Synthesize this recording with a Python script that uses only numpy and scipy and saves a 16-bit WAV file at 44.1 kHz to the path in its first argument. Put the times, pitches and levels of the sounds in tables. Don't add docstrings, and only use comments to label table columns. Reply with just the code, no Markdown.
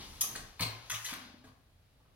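import sys
import numpy as np
from scipy import signal
from scipy.fft import rfft, irfft
from scipy.io import wavfile

SR = 44100
rng = np.random.default_rng(int(sys.argv[2]) if len(sys.argv) > 2 else 0)


def generate_wav(sig):
    pcm = np.round(np.clip(np.atleast_2d(sig).T, -1, 1) * 32767).astype(np.int16)
    wavfile.write(sys.argv[1], SR, pcm)


N = 94815

# frequency in Hz, relative level in dB.
AIR_COLOUR = [(18, -31.5), (30, -3), (96, -1), (156, -8), (197, -23), (500, -19), (650, -49),
              (1100, -120)][:-3] + [(600, -19.5), (950, -24), (2100, -26.5), (4500, -30), (7500, -37),
              (10500, -33.5), (16000, -38.5)]
RUMBLE_COLOUR = [(15, -30), (28, 4.5), (38, 5.5), (70, 2), (110, -19), (200, -14), (300, -68)]
BRUSH_COLOUR = [(59, -33.5), (100, 1.5), (145, -3.5), (231, -3), (505, -14.5), (700, -18), (910, -39.5),
                (1540, -120)]
SLIDE_COLOUR = [(180, -32), (300, -9.5), (667, -9.5), (725, -4.5), (1690, -9), (3830, -2), (6520, -5.5),
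                (10600, -11.5), (16000, -24)]
# time in seconds, level in dB.
RUMBLE_LEVELS = [(0, -60.5), (.08, -59), (.14, -54), (.3, -67), (.45, -51.5), (.55, -67), (1.1, -84),
                 (2.15, -82)]
BRUSH_LEVELS = [(0, -58), (.08, -62.5), (.25, -66.5), (.35, -57.5), (.45, -64.5), (.56, -75), (.72, -76),
                (.91, -73), (1.08, -86), (1.14, -60.5), (1.38, -76), (1.6, -80), (1.95, -81), (2.05, -78.5),
                (2.15, -77)]
# time in seconds, level below the treble in dB, treble level in dB.
SLIDE_LEVELS = [(0, -47.5, -54.5), (.1, -58.5, -55), (.2, -56.5, -57.5), (.3, -54.5, -48),
                (.454, -60, -60.5), (.56, -66.5, -68), (.672, -49.5, -60.5), (.808, -57, -65),
                (1.0, -63, -50.5), (1.088, -48.5, -45), (1.17, -55, -63), (1.225, -55, -61),
                (1.344, -64.5, -77), (1.514, -78, -82), (1.699, -82, -94)]
# pitch in Hz, level in dB, seconds to fade by 60 dB.
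BOARD_NOTES = [(64.9, -19, .3), (113.2, -6, 0.47), (159.4, -11.5, 0.17)]
SKIRTING_NOTES = [(255, 5, 0.11), (452, -19, 0.055), (584, -18, 0.24)]
# start in seconds, strength in dB.
KNOCKS = [(.607, -40.5), (.66, -47.5), (1.124, -43), (1.17, -51), (1.215, -55), (1.26, -54), (1.3, -54.5),
          (1.34, -48.5), (1.41, -59.5), (1.44, -56.5), (1.49, -59), (1.53, -64)]
# start in seconds, thump strength
# in dB, slap strength in dB.
PAW_STEPS = [(0.232, -71, -52), (0.308, -42.5, -58), (0.356, -45, -49.5), (.603, -32, -48),
             (.615, -26.5, -42.5), (0.921, -41.5, -53), (1.128, -52, -55), (1.439, -56.5, -59),
             (1.478, -48.5, -78), (1.999, -70, -73.5), (2.052, -67, -72.5)]
# pitch in Hz, width in Hz.
CLAW_RINGS = [(1150, 304), (1550, 493), (1900, 395), (2400, 480), (3200, 600), (4300, 436), (6300, 960),
              (8800, 1500), (10800, 3340), (14200, 3500)]
# start in seconds, seconds until it fades, then a level in dB for each ring.
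CLAW_BURSTS = [ (0.2083, 0.0092, -47, -55, -45.5, -44.5, -40, -50, -27, -51, -26.5, -40),
               (.232, 0.0046, -49.5, -65, -51, -47, -47.5, -58, -50, -61, -55, -58),
               (0.35, 0.0073, -79, -44, -55, -49, -73, -52, -66, -73, -64, -59),
               (0.358, 0.0041, -50, -84, -58, -53, -47.5, -50, -42, -41.5, -49, -55),
               (.593, 0.0092, -38.5, -42, -55.5, -40, -47, -43, -68, -58, -49, -65),
               (0.606, 0.0048, -43, -52, -41.5, -49, -41, -36.5, -37.5, -38, -39.5, -41),
               (.619, 0.016, -45, -46, -53, -38, -42, -33, -74, -42.5, -42.5, -60.5),
               (0.8973, 0.0062, -45.5, -37.5, -38, -41, -38.5, -66, -39, -68, -39.5, -52),
               (.909, 0.013, -48.5, -60, -45, -46, -46, -68, -39.5, -43.5, -45, -75),
               (0.937, 0.023, -48, -55, -57, -45, -41.5, -58, -48.5, -59, -48, -54),
               (1.044, 0.0095, -58.5, -57, -46, -48, -49, -53.5, -39, -63, -46, -73),
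               (1.056, 0.011, -70, -56, -58, -60, -47, -48, -67, -71, -48.5, -75),
               (1.084, 0.032, -50.5, -50, -56, -48, -48.5, -57, -56, -62, -54, -60),
               (1.126, 0.0075, -67, -44, -77, -81, -49, -52.5, -60, -67, -52.5, -61),
               (1.136, 0.0018, -81, -53, -72, -44, -49, -49, -63, -57, -45.5, -61),
               (1.44, .020, -82, -66.5, -82, -70.5, -72, -77, -70.5, -70.5, -73, -78),
               (1.469, 0.022, -66, -72, -77, -71, -71, -71, -81, -85, -74, -80)]
# frequency in Hz, seconds to fade by 60 dB.
ECHO_TIMES = [(100, 0.35), (700, 0.71), (1800, 0.57), (3500, 0.29), (6000, 0.36), (9000, 0.28),
              (14000, 0.36)]
# frequency in Hz, likeness (1 means the same).
LIKENESS = [(60, 0.89), (240, 0.87), (950, 0.22), (3770, -0.03), (15000, -0.03)]
# frequency in Hz, left minus right in dB.
BALANCE = [(60, -1), (150, 2.5), (380, 1.5), (950, 2.5), (2380, 4.5), (5980, 3.5), (15000, -5)]
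# frequency in Hz, width in Hz, change in dB.
MIC_DIPS = [(5260, 360, -1), (7840, 1140, -5.5)]

CLICKS_PER_S, CLICK_SPREAD_DB = 9000, 2.25
BURST_RISE_S, BURST_FADE_S, CLAW_LOW_CUT_HZ = .0015, .0037, 800
PUSH_S, SLAP_FADE_S = .0023, .02
ECHO_DB, ECHO_GAP_S, ECHO_BLEND_S = .5, .001528, .12
AIR_DB, TREBLE_HZ, LEFT_DELAY_S, TOP_HZ = -73, 5230, .000075, 16200
TIME, FREQS = np.arange(N) / SR, np.fft.rfftfreq(N, 1 / SR)


def amp(db):
    return 10 ** (np.asarray(db) / 20)


def unit_level(x):
    return x / np.sqrt(np.mean(x ** 2) + 1e-20)


def look_up(points, hz):
    freqs, values = np.transpose(points)
    return np.interp(np.log(hz + 1), np.log(freqs + 1), values)


def loudness(points):
    times, db = np.transpose(points)
    return amp(np.interp(TIME, times, db))


def ring(x, hz, width):
    b, a = signal.iirpeak(hz, hz / (2 * width), SR)
    for _ in range(3):
        x = signal.lfilter(b, a, x)
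    return x


def noise(colour, above_hz):
    left, other = rfft(rng.standard_normal((2, N)))
    alike = np.clip(look_up(LIKENESS, FREQS), 0, 1)
    right = alike * left + np.sqrt(1 - alike ** 2) * other
    spectra = np.array([left, right]) * amp(look_up(colour, FREQS))
    return irfft(spectra, N) / np.std(irfft(spectra[0] * (FREQS > above_hz), N))


def clicks():
    sizes = amp(CLICK_SPREAD_DB * np.minimum(rng.exponential(1, N), 4))
    signs = rng.choice([-1., 1.], N)
    return unit_level(sizes * signs * (rng.random(N) < CLICKS_PER_S / SR))


def room_air():
    return amp(AIR_DB) * noise(AIR_COLOUR, above_hz=300)


def rumble():
    return loudness(RUMBLE_LEVELS) * noise(RUMBLE_COLOUR, above_hz=20)


def room_echo(x):
    out, slots = np.zeros((2, N)), np.arange(0, SR - 20, 20)
    for k in range(3):
        bounces = np.zeros((2, SR))
        arrivals = slots + rng.integers(0, 20, (2, len(slots)))
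        np.put_along_axis(bounces, arrivals, rng.choice([-1., 1.], arrivals.shape), 1)
        hz, t, bands = signal.stft(bounces, SR, nperseg=256)
        alike = np.clip(look_up(LIKENESS, hz), 0, 1)[:, None]
        bands[1] = alike * bands[0] + np.sqrt(1 - alike ** 2) * bands[1]
        fade = amp(-60 * t / look_up(ECHO_TIMES, hz)[:, None])
        tail = signal.istft(bands * fade, SR, nperseg=256)[1]
        tail = np.pad(tail / np.linalg.norm(tail[0]), ((0, 0), (round(ECHO_GAP_S * SR), 0)))
        share = np.sqrt(2 / 3) * np.cos(np.pi * (TIME / ECHO_BLEND_S + k / 3))
        out += signal.fftconvolve((share * x)[None], tail, axes=1)[:, :N]
    return amp(ECHO_DB) * out


def fur_brush():
    return loudness(BRUSH_LEVELS) * noise(BRUSH_COLOUR, above_hz=200)


def wood_thumps(hits, notes):
    t, out = np.arange(SR // 2) / SR, np.zeros(N + SR)
    wood = sum(amp(db - 60 * t / fade_s) * np.sin(2 * np.pi * hz * t) for hz, db, fade_s in notes)
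    for start, db, *_ in hits:
        out[round(start * SR):][:len(t)] += amp(db) * (1 - np.exp(-t / PUSH_S)) * wood
    return out[:N]


def paw_slaps():
    shape = np.zeros(N)
    for start, _, db in PAW_STEPS:
        age = np.maximum(TIME - start, 0)
        shape += amp(db) * np.minimum(age / PUSH_S, 1) * np.exp(-age / SLAP_FADE_S)
    return shape * unit_level(ring(clicks(), hz=609, width=740))


def toy_slide():
    spectrum = rfft(clicks()) * amp(look_up(SLIDE_COLOUR, FREQS)) * (FREQS > 300)
    grit = rfft(unit_level(irfft(spectrum, N)))
    treble_share = 1 / (1 + (TREBLE_HZ / (FREQS + 1)) ** 8)
    times, body_db, treble_db = np.transpose(SLIDE_LEVELS)
    body = irfft(grit * (1 - treble_share), N) * loudness(np.c_[times, body_db])
    treble = irfft(grit * treble_share, N) * loudness(np.c_[times, treble_db])
    return body + treble


def claw_scrabble():
    catches, out, shapes = clicks(), np.zeros(N), []
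    for start, length, *_ in CLAW_BURSTS:
        rise = np.clip((TIME - start) / BURST_RISE_S, 0, 1)
        fade = np.exp(-np.maximum(TIME - start - length, 0) / BURST_FADE_S)
        shapes.append(rise * fade)
    levels = amp([row[2:] for row in CLAW_BURSTS])
    for k, (hz, width) in enumerate(CLAW_RINGS):
        strength = levels[:, k] @ np.array(shapes)
        out += ring(catches * strength, hz, width) / np.std(ring(catches, hz, width))
    return signal.sosfilt(signal.butter(3, CLAW_LOW_CUT_HZ, "high", fs=SR, output="sos"), out)


def scene():
    cat = claw_scrabble() + toy_slide() + paw_slaps()
    wood = wood_thumps(PAW_STEPS, BOARD_NOTES) + wood_thumps(KNOCKS, SKIRTING_NOTES)
    echo = room_echo(cat) + amp(-8) * room_echo(wood)
    left_delay = np.exp(-2j * np.pi * FREQS * [[LEFT_DELAY_S], [0]])
    spectra = rfft(echo + wood) + rfft(cat) * left_delay
    dips_db = sum(db * np.exp(-((FREQS - hz) / width) ** 2) for hz, width, db in MIC_DIPS)
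    sides_db = look_up(BALANCE, FREQS) * [[.5], [-.5]]
    chase = irfft(spectra * amp(dips_db + sides_db), N)
    return chase + rumble() + fur_brush() + room_air()


def record(dry):
    low_pass = signal.firwin(511, TOP_HZ, window=("kaiser", 9), fs=SR)
    return signal.oaconvolve(dry, low_pass[None], "same")


dry = scene()
out = record(dry)
generate_wav(out)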